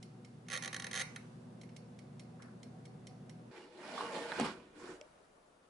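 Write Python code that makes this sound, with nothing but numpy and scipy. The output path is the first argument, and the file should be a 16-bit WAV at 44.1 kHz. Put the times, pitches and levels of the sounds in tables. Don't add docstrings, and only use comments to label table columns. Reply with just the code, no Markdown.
import sys
import numpy as np
from scipy import signal
from scipy.io import wavfile

SR = 44100
rng = np.random.default_rng(int(sys.argv[2]) if len(sys.argv) > 2 else 0)


def gain_from_db(level_db):
    decades = np.asarray(level_db, float) / 20
    return 10 ** decades


def wav_out(sig):
    wavfile.write(sys.argv[1], SR, np.round(np.clip(np.atleast_2d(sig).T, -1, 1) * 32767).astype(np.int16))


N = 250929

# (frequency [Hz], likeness [0 to 1])
LIKENESS = [(60, 0.68), (130, 0.99), (270, 0.86), (570, 0.11), (1220, 0.037), (2590, 0.031), (5490, 0.25),
            (11000, 0.55)]
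TREBLE_LIMIT_HZ = 11060


def rms_one(x):
    return x / np.sqrt(np.mean(x ** 2) + 1e-20)


def in_time(rows):
    s, *columns = np.transpose(rows)
    return [np.interp(np.arange(N) / SR, s, column) for column in columns]


def at_hz(points, hz):
    known_hz, values = np.array(points)[:, 0], np.array(points)[:, 1]
    return np.interp(np.log(hz), np.log(known_hz), values)


def filtered(x, order, hz, kind):
    return signal.sosfilt(signal.butter(order, hz, kind, fs=SR, output="sos"), x)


def drift(rate):
    r = np.exp(-80 * np.pi * rate / SR)
    chance = rng.standard_normal(N // 40 + 2002)
    slow = signal.lfilter([1], [1, -2 * r, r * r], chance)[2000:]
    return np.interp(np.arange(N) / 40, np.arange(len(slow)), rms_one(slow))


def swell(start, attack, hold, level_db, release_db):
    t = np.arange(N) / SR - start
    rise = np.clip(t / attack, 0, 1) ** 2
    return rise * gain_from_db(level_db - release_db * np.maximum(t - attack - hold, 0))


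def resonate(x, hz, width_hz):
    r = np.exp(-np.pi * width_hz / SR)
    w = 2 * np.pi * hz / SR
    return signal.lfilter([0, np.sin(w)], [1, -2 * r * np.cos(w), r * r], x + 1e-18)


def struck(s, level_db, hz, width_hz):
    t = np.maximum(np.arange(N) / SR - s, 0)
    return gain_from_db(level_db) * np.sin(2 * np.pi * hz * t) * np.exp(-np.pi * width_hz * t)


def two_ears(mid, side, alike):
    return np.sqrt(1 + alike) * mid + np.sqrt(1 - alike) * side * [[1], [-1]]


def placed(x, hz, alike):
    # (frequency [Hz], left minus right [dB])
    sideways = [(150, 0), (500, 1), (1200, -4), (2500, -6), (4500, -2), (11000, -3.5)]
    tilt_db = at_hz(sideways, hz) / 2
    ears = two_ears(x[0], x[1], np.clip(alike, 0, 1))
    return ears * gain_from_db(np.array([[tilt_db], [-tilt_db]])) / np.sqrt(2)


def banded(spectrum, drive, patchy_db):
    out, together = 0, drift(1.0)
    bottom, top = spectrum[0][0], min(spectrum[-1][0], 13000)
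    edges = np.geomspace(bottom, top, int(3 * np.log2(top / bottom)))
    for k, (low, high) in enumerate(zip(edges, edges[1:])):
        mid, side = filtered(drive[k % 2], 2, [low, high], "band")
        hz = np.sqrt(low * high)
        flicker_db = patchy_db * (0.2 * together + drift(12.8))
        gain = gain_from_db(at_hz(spectrum, min(hz, TREBLE_LIMIT_HZ - 500)) + flicker_db)
        out = out + gain * two_ears(mid, side, np.clip(at_hz(LIKENESS, hz), 0, 1))
    return rms_one(out)


def chatter(events, modes, fall_s, spread_db, alike, own_db):
    t = np.arange(round(.03 * SR)) / SR
    shape = np.sqrt(t / fall_s) * np.exp(-t / fall_s)
    bounces = rng.standard_normal((len(events), 2, len(t))) * shape / np.sqrt(np.sum(shape ** 2))
    strength_db = spread_db * rng.standard_normal((len(events), len(modes))) + own_db
    start = round(events[0][0] * SR)
    stop = min(round((events[-1][0] + .4) * SR), N)
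    rings = np.zeros((len(modes), 2, N))
    for k, (hz, width_hz, level_db) in enumerate(modes):
        force = np.zeros((2, stop - start))
        for event, bounce, extra_db in zip(events, bounces, strength_db[:, k]):
            at = round(event[0] * SR) - start
            ring = resonate(bounce[0], hz, width_hz)
            usual = np.sqrt(SR / (4 * np.pi * width_hz) / np.sum(ring ** 2))
            force[:, at:at + len(t)] += gain_from_db(event[1] + extra_db + level_db) * usual * bounce
        rings[k, :, start:stop] = placed(resonate(force, hz, width_hz), hz, alike) * (-1) ** k
    return rings


def kitchen(x):
    # (frequency [Hz], time to fall 60 dB [s])
    t60 = [(200, 0.7), (1000, 0.45), (4000, 0.36), (11000, 0.19)]
    t = np.arange(SR // 2) / SR
    noise, tail = rng.standard_normal((2, len(t))), 0
    for low in 100 * 2. ** np.arange(7):
        mid, side = filtered(noise, 2, [low, 2 * low], "band")
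        centre_hz = low * np.sqrt(2)
        band = two_ears(mid, side, np.clip(at_hz(LIKENESS, centre_hz), 0, 1))
        tail = tail + band * gain_from_db(-60 * t / at_hz(t60, centre_hz))
    tail = tail * np.clip(t / 0.0012, 0, 1) / np.sqrt(np.sum(tail ** 2))
    return signal.fftconvolve(x, tail, axes=1)[:, :N]


def with_room(rings, low_hz, room_db):
    ringing, crack = filtered([rings[:-1].sum(axis=0), rings[-1]], 2, low_hz, "high")
    return ringing + crack + gain_from_db(room_db) * kitchen(gain_from_db(-11) * ringing + crack)


def fan():
    # (frequency [Hz], density [dB per Hz])
    rumble = [(20, -21.5), (80, -18), (105, -8), (135, -17.5), (165, 3), (240, -2), (330, -11.5),
              (520, -10.5), (760, -14.5), (900, -21.5), (1400, -25.5), (2500, -36)]
    # (frequency [Hz], density [dB per Hz])
    hiss = [(470, -62), (800, -5), (1370, -10), (1690, -15), (2850, -19), (3120, -19), (11000, -27.5),
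            (14300, -55), (22000, -120)]
    # (frequency [Hz], level [dB], wander [Hz])
    hum = [(120.1, -59.5, 0.04), (206, -69.5, 4.83), (154.4, -62.5, 7.73), (241.9, -63, 0.49),
           (373.3, -72, 5.66), (483.3, -74.5, 3.08), (752, -77.5, 6.6), (1000, -90, 3.8)]
    heater_on_s, heater_gain_db = 0.45, 3
    heated = np.clip((np.arange(N) / SR - heater_on_s) / 0.072, 0, 1)
    white = rng.standard_normal((2, 2, N))
    air = gain_from_db(-55 - heater_gain_db * (1 - heated)) * banded(rumble, white, patchy_db=-0.5)
    winding = swell(.5, attack=.12, hold=.45, level_db=-61, release_db=38)
    air += np.hypot(gain_from_db(-69), winding) * banded(hiss, white[::-1], patchy_db=0.2)
    for hz, level_db, wander_hz in hum:
        turns = np.cumsum(hz + wander_hz * drift(6.04)) / SR
        gain = gain_from_db(level_db + 1.73 * wander_hz ** .5 * drift(21))
        air += gain * np.sqrt(2) * np.sin(2 * np.pi * turns)
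    brush = rms_one(filtered(white[0] ** 3, 3, [850, 1800], "band"))
    return air + swell(2.385, attack=.015, hold=.06, level_db=-62, release_db=150) * brush


def escapement():
    # (time [s], peak level [dB])
    ticks = [(0.026, -42), (0.2464, -48), (0.4643, -64), (1.612, -46), (1.632, -53), (1.6901, -58.5),
             (1.7628, -43), (1.988, -48), (2.1943, -43.5), (2.4203, -46.5), (2.6296, -44.5), (2.853, -47),
             (3.0684, -41), (3.2936, -46)]
    # (frequency [Hz], width [Hz], level [dB])
    clockwork = [(2140, 117, 0.5), (3130, 230, -1), (3950, 790, 7), (4480, 190, -4.5), (5363, 153, -1.5),
                 (6340, 400, -0.5), (7960, 900, 3), (9130, 490, -3), (10700, 850, -1), (5000, 3700, 4)]
    case_mode_db, case_follows = -47.5, 0.12
    own_db = np.zeros((len(ticks), len(clockwork)))
    own_db[:, 0] = np.minimum((case_follows - 1) * (np.array(ticks)[:, 1] - case_mode_db), 8.0)
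    beats = chatter(ticks, clockwork, fall_s=0.0036, spread_db=0.5, alike=0.67, own_db=own_db)
    return gain_from_db(-5.0) * with_room(beats, low_hz=1100, room_db=7)


def teeth():
    # (time [s], peak level [dB])
    drops = [(0.484, -41), (0.4994, -37.5), (0.561, -33), (0.5731, -31.5), (0.623, -33.5), (0.6348, -35),
             (0.6454, -33.5), (0.6566, -33), (0.6759, -32.5), (0.728, -33.5), (0.7435, -32.5),
             (0.763, -32.5), (0.7967, -34), (0.821, -36.5), (0.8424, -33.5), (0.8663, -34.5), (0.9114, -36),
             (1.1597, -36.5)]
    # (start [s], first gap [s], last gap [s], first level [dB], last level [dB])
    twists = [
        (0.5107, .0075, .0062, -37, -33),
        (0.931, .0095, .005, -32, -32.5),
    ]
    jitter_s, spread_db = .0006, 1.5
    rows = list(drops)
    for (s, first, last, first_db, last_db), count in zip(twists, (7, 13)):
        times = s + np.cumsum(np.r_[0, np.linspace(first, last, count - 1)])
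        levels_db = np.linspace(first_db, last_db, count)
        chance = rng.standard_normal((count, 2)) * [jitter_s, spread_db]
        rows += list(np.c_[times, levels_db] + chance)
    return sorted(rows, key=lambda row: row[0])


def ratchet():
    # (frequency [Hz], width [Hz], level [dB])
    knob = [(506, 32, -13.5), (782, 19.5, -20.5), (1140, 49, -14.5), (1414, 38, -11.5), (1890, 124, 4.5),
            (2350, 1800, 11.5), (2530, 1500, -11), (3190, 154, -5), (3790, 76, -7), (4500, 730, 0),
            (5280, 450, 0.5), (6240, 150, -6), (7780, 310, -7.5), (9250, 770, 0.5), (10810, 430, -3.5),
            (1880, 59, -8.5), (2020, 40, -20), (1650, 300, -6), (3910, 22, -24), (4196, 63, -16),
            (4310, 56, -9), (6350, 61, -9.5), (1930, 970, 6.5)]
    rasp = chatter(teeth(), knob, fall_s=0.0022, spread_db=1.0, alike=0.83, own_db=-0.5)
    return gain_from_db(-3) * with_room(rasp, low_hz=420, room_db=3.0)


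def room_tone():
    # (frequency [Hz], density [dB per Hz])
    quiet = [(15, -18), (25, -11.5), (87, -16.5), (685, -8), (819, -14.5), (954, -13.5), (1360, -15.5),
             (2050, -24.5), (2640, -25), (3680, -29), (11000, -34), (14300, -59), (22000, -120)]
    cloth = swell(4.5, attack=.38, hold=.02, level_db=-60, release_db=25)
    tone = np.hypot(gain_from_db(-67), cloth) * banded(quiet, rng.standard_normal((2, 2, N)), patchy_db=1.0)
    return tone * gain_from_db(np.array([[.8], [-.8]]))


def near_basket(x, hz):
    # (frequency [Hz], left-right likeness [0 to 1])
    near_likeness = [(130, 1), (270, 0.93), (570, 0.94), (1220, 0.7), (2590, 0.56), (5490, 0.29),
                     (11000, .5)]
    return placed(x, hz, at_hz(near_likeness, hz))


def stick_slip_grains():
    sizes = gain_from_db(2.2 * np.minimum(rng.exponential(1, (2, 2, N)), 5))
    signs = rng.choice([-1, 1], (2, 2, N))
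    return sizes * signs * (rng.random((2, 2, N)) < 6000 / SR)


def body_and_walls(grains, body_hz, wall_hz):
    # (frequency [Hz], width [Hz], level [dB])
    basket = [(225, 98, 7.5), (303, 51, 2), (364, 25, 4), (475, 27, 7), (640, 104, 7.5), (740, 110, -1.5),
              (860, 96, 3), (1052, 217, 3), (1475, 180, 4), (1596, 30, -1), (1811, 10.4, -1),
              (2180, 180, -20)]
    parts, power = [0, 0], [0, 0.034]
    for k, (hz, width_hz, level_db) in enumerate(basket):
        wall = int(k > 4)
        favoured_hz = wall_hz if wall else body_hz
        rung = rms_one(resonate(resonate(grains[k % 2], hz, width_hz), hz, 6.1 * width_hz))
        octaves_off = np.abs(np.log2(hz / favoured_hz))
        gain = gain_from_db(level_db - 9.8 * octaves_off + 3.4 * drift(3.1))
        parts[wall] += gain * near_basket(rung, hz)
        power[wall] += gain ** 2
    return parts[0] / np.sqrt(power[0]), parts[1] / np.sqrt(power[1])


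def bright_friction(grains, air_db):
    # (frequency [Hz], density [dB per Hz])
    grating = [(1060, -62), (1800, 10.5), (1940, -3), (2400, -3.5), (3700, -4.5), (4570, -10.5),
               (5960, -11.5), (10500, -26.5), (11000, 15), (14300, -56), (22000, -120)]
    # (frequency [Hz], width [Hz], level [dB])
    rails = [(2427, 75, -12.5), (2850, 82, -14.5), (3586, 200, -15.5), (4520, 33, -20), (4740, 73, -28),
             (5240, 71, -24)]
    friction = banded(grating, grains, patchy_db=2.0) * gain_from_db(np.array([[-2.2], [2.2]]))
    for hz, width_hz, level_db in rails:
        rung = rms_one(resonate(grains[0], hz, width_hz))
        friction += gain_from_db(level_db + 3 * drift(8)) * near_basket(rung, hz)
    return friction + gain_from_db(air_db) * filtered(friction, 2, 5930, "high")


def groan(grains):
    hz, width_hz = 1134, 120
    rung = rms_one(resonate(resonate(grains[1], hz, width_hz), hz, 3 * width_hz))
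    rise = swell(3.96, attack=.03, hold=.05, level_db=-45, release_db=110)
    return gain_from_db(-4) * rise * near_basket(rung, hz)


def drag():
    # (time [s], level [dB])
    nudge = [(3.51, -63), (3.576, -56.5), (3.704, -67.5)]
    # (time [s], level [dB])
    pull = [(3.828, -53.5), (3.94, -48), (4.014, -44), (4.08, -49), (4.168, -44.5), (4.28, -49)]
    # (time [s], level [dB])
    end_stop = [(4.374, -45), (4.408, -38.5), (4.434, -43.5), (4.456, -39), (4.558, -59), (4.608, -63.5),
                (4.722, -74.5)]
    # (time [s], level [dB])
    settle = [(4.76, -64), (4.8, -59.5), (4.856, -55), (4.922, -55.5), (4.984, -67.5), (5.04, -80)]
    # (from [Hz], to [Hz])
    stroke_body_hz = [
        (400, 290),
        (358, 760),
        (324, 264),
        (320, 295),
    ]
    # (start [s], attack [s], hold [s], level [dB], release [dB per s])
    judders = [
        (4.0, 0.028, .005, -55, 250),
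        (4.112, 0.05, 0.0067, -49, 97),
        (4.366, 0.033, 0.019, -36, 247),
        (4.752, 0.039, 0.0091, -74, 86),
        (4.862, 0.029, 0.0046, -56, 242),
    ]
    strokes = (nudge, pull, end_stop, settle)
    stroke_air_db = (-29, -4.5, -14, 1.5)
    rows, air_rows = [], []
    for stroke, ends, air in zip(strokes, stroke_body_hz, stroke_air_db):
        glide_hz = np.geomspace(*ends, len(stroke))
        rows += [(*row, hz) for row, hz in zip(stroke, glide_hz)]
        air_rows += [(s, air) for s, _ in stroke]
    speed_db, body_hz = in_time(rows)
    air_db, = in_time(air_rows)
    body_hz = body_hz * 2 ** (0.04 * drift(5.1))
    wall_hz = 1020 * 2 ** (0.021 * drift(14.0))
    load = gain_from_db(-50.5 + 0.51 * (speed_db + 50)) + sum(swell(*judder) for judder in judders)
    friction_db = -54.5 + 0.98 * (speed_db + 50)
    grains = stick_slip_grains()
    body, walls = body_and_walls(grains, body_hz, wall_hz)
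    sliding = load * body + gain_from_db(speed_db + 0.1) * walls
    sliding = sliding + gain_from_db(friction_db) * bright_friction(grains, air_db)
    return groan(grains) + sliding, load


def shudder(load):
    sway = swell(4.4, attack=.1, hold=.12, level_db=-43, release_db=90)
    low_noise = rms_one(filtered(rng.standard_normal(N), 2, (50, 125), "band"))
    return gain_from_db(-29) * (load + sway) * low_noise


def knocks():
    # (time [s], ring level [dB], ring [Hz], crack level [dB], extra brightness [dB])
    rail_knocks = [
        (3.979, -30.5, 1136, -41, -1),
        (4.008, -27.5, 1060, -51, -3),
        (4.155, -49, 455, -53, -6),
        (4.3188, -30, 1660, -29.5, -26),
        (4.325, -30.5, 1650, -40, -18),
        (4.398, -25.5, 740, -26.5, 6.5),
        (4.409, -29, 225, -32, 1),
        (4.455, -48, 330, -46, -11),
        (5.012, -50, 600, -86, 0),
    ]
    # (frequency [Hz], width [Hz], level [dB])
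    crack = [(1310, 1100, 5), (2600, 830, 1.5), (3320, 930, -3), (5760, 970, -5.5), (8600, 3200, 0)]
    # (frequency [Hz], width [Hz], level [dB])
    latch = [(606, 18, -9), (1300, 670, -9), (2180, 230, -8), (2720, 210, -7), (3300, 310, -6),
             (5300, 750, -1), (7300, 1500, 0.5)]
    latch_click = (5.012, -43.5)    # s, dB
    out = chatter([latch_click], latch, fall_s=0.0007, spread_db=-2, alike=0.5, own_db=3).sum(axis=0)
    for s, ring_db, hz, crack_db, bright_db in rail_knocks:
        width_hz = 45 + 43 * (hz / 1000) ** 2
        ring = struck(s, ring_db, hz, width_hz)
        out += placed([ring, ring], hz, 1.0)
        own_db = bright_db * (np.array(crack)[:, 0] > 4000)
        cracks = chatter([(s, crack_db)], crack, fall_s=0.0016, spread_db=-2.5, alike=0.8, own_db=own_db)
        out += cracks.sum(axis=0)
    return out + gain_from_db(-12) * kitchen(out)


def thud():
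    return struck(4.405, level_db=-59, hz=58, width_hz=6)


def scene():
    change_s = 3.51
    t = np.arange(N) / SR
    second = np.clip((t - change_s) / 0.0064 + .5, 0, 1)
    running = fan() + escapement() + ratchet()
    sliding, load = drag()
    basket = sliding * np.clip((5.1 - t) / 0.16, 0, 1) + knocks()
    basket = filtered(basket, 4, 175, "high")
    opening = room_tone() + basket + shudder(load) + thud()
    return running * (1 - second) + opening * second


def roll_off(x):
    return signal.sosfilt(signal.butter(12, 12260, fs=SR, output="sos"), x)


def record(dry):
    dull = signal.sosfilt(signal.ellip(12, .5, 55, TREBLE_LIMIT_HZ, fs=SR, output="sos"), dry)
    return roll_off(dull)


dry = scene()
out = record(dry)
wav_out(out)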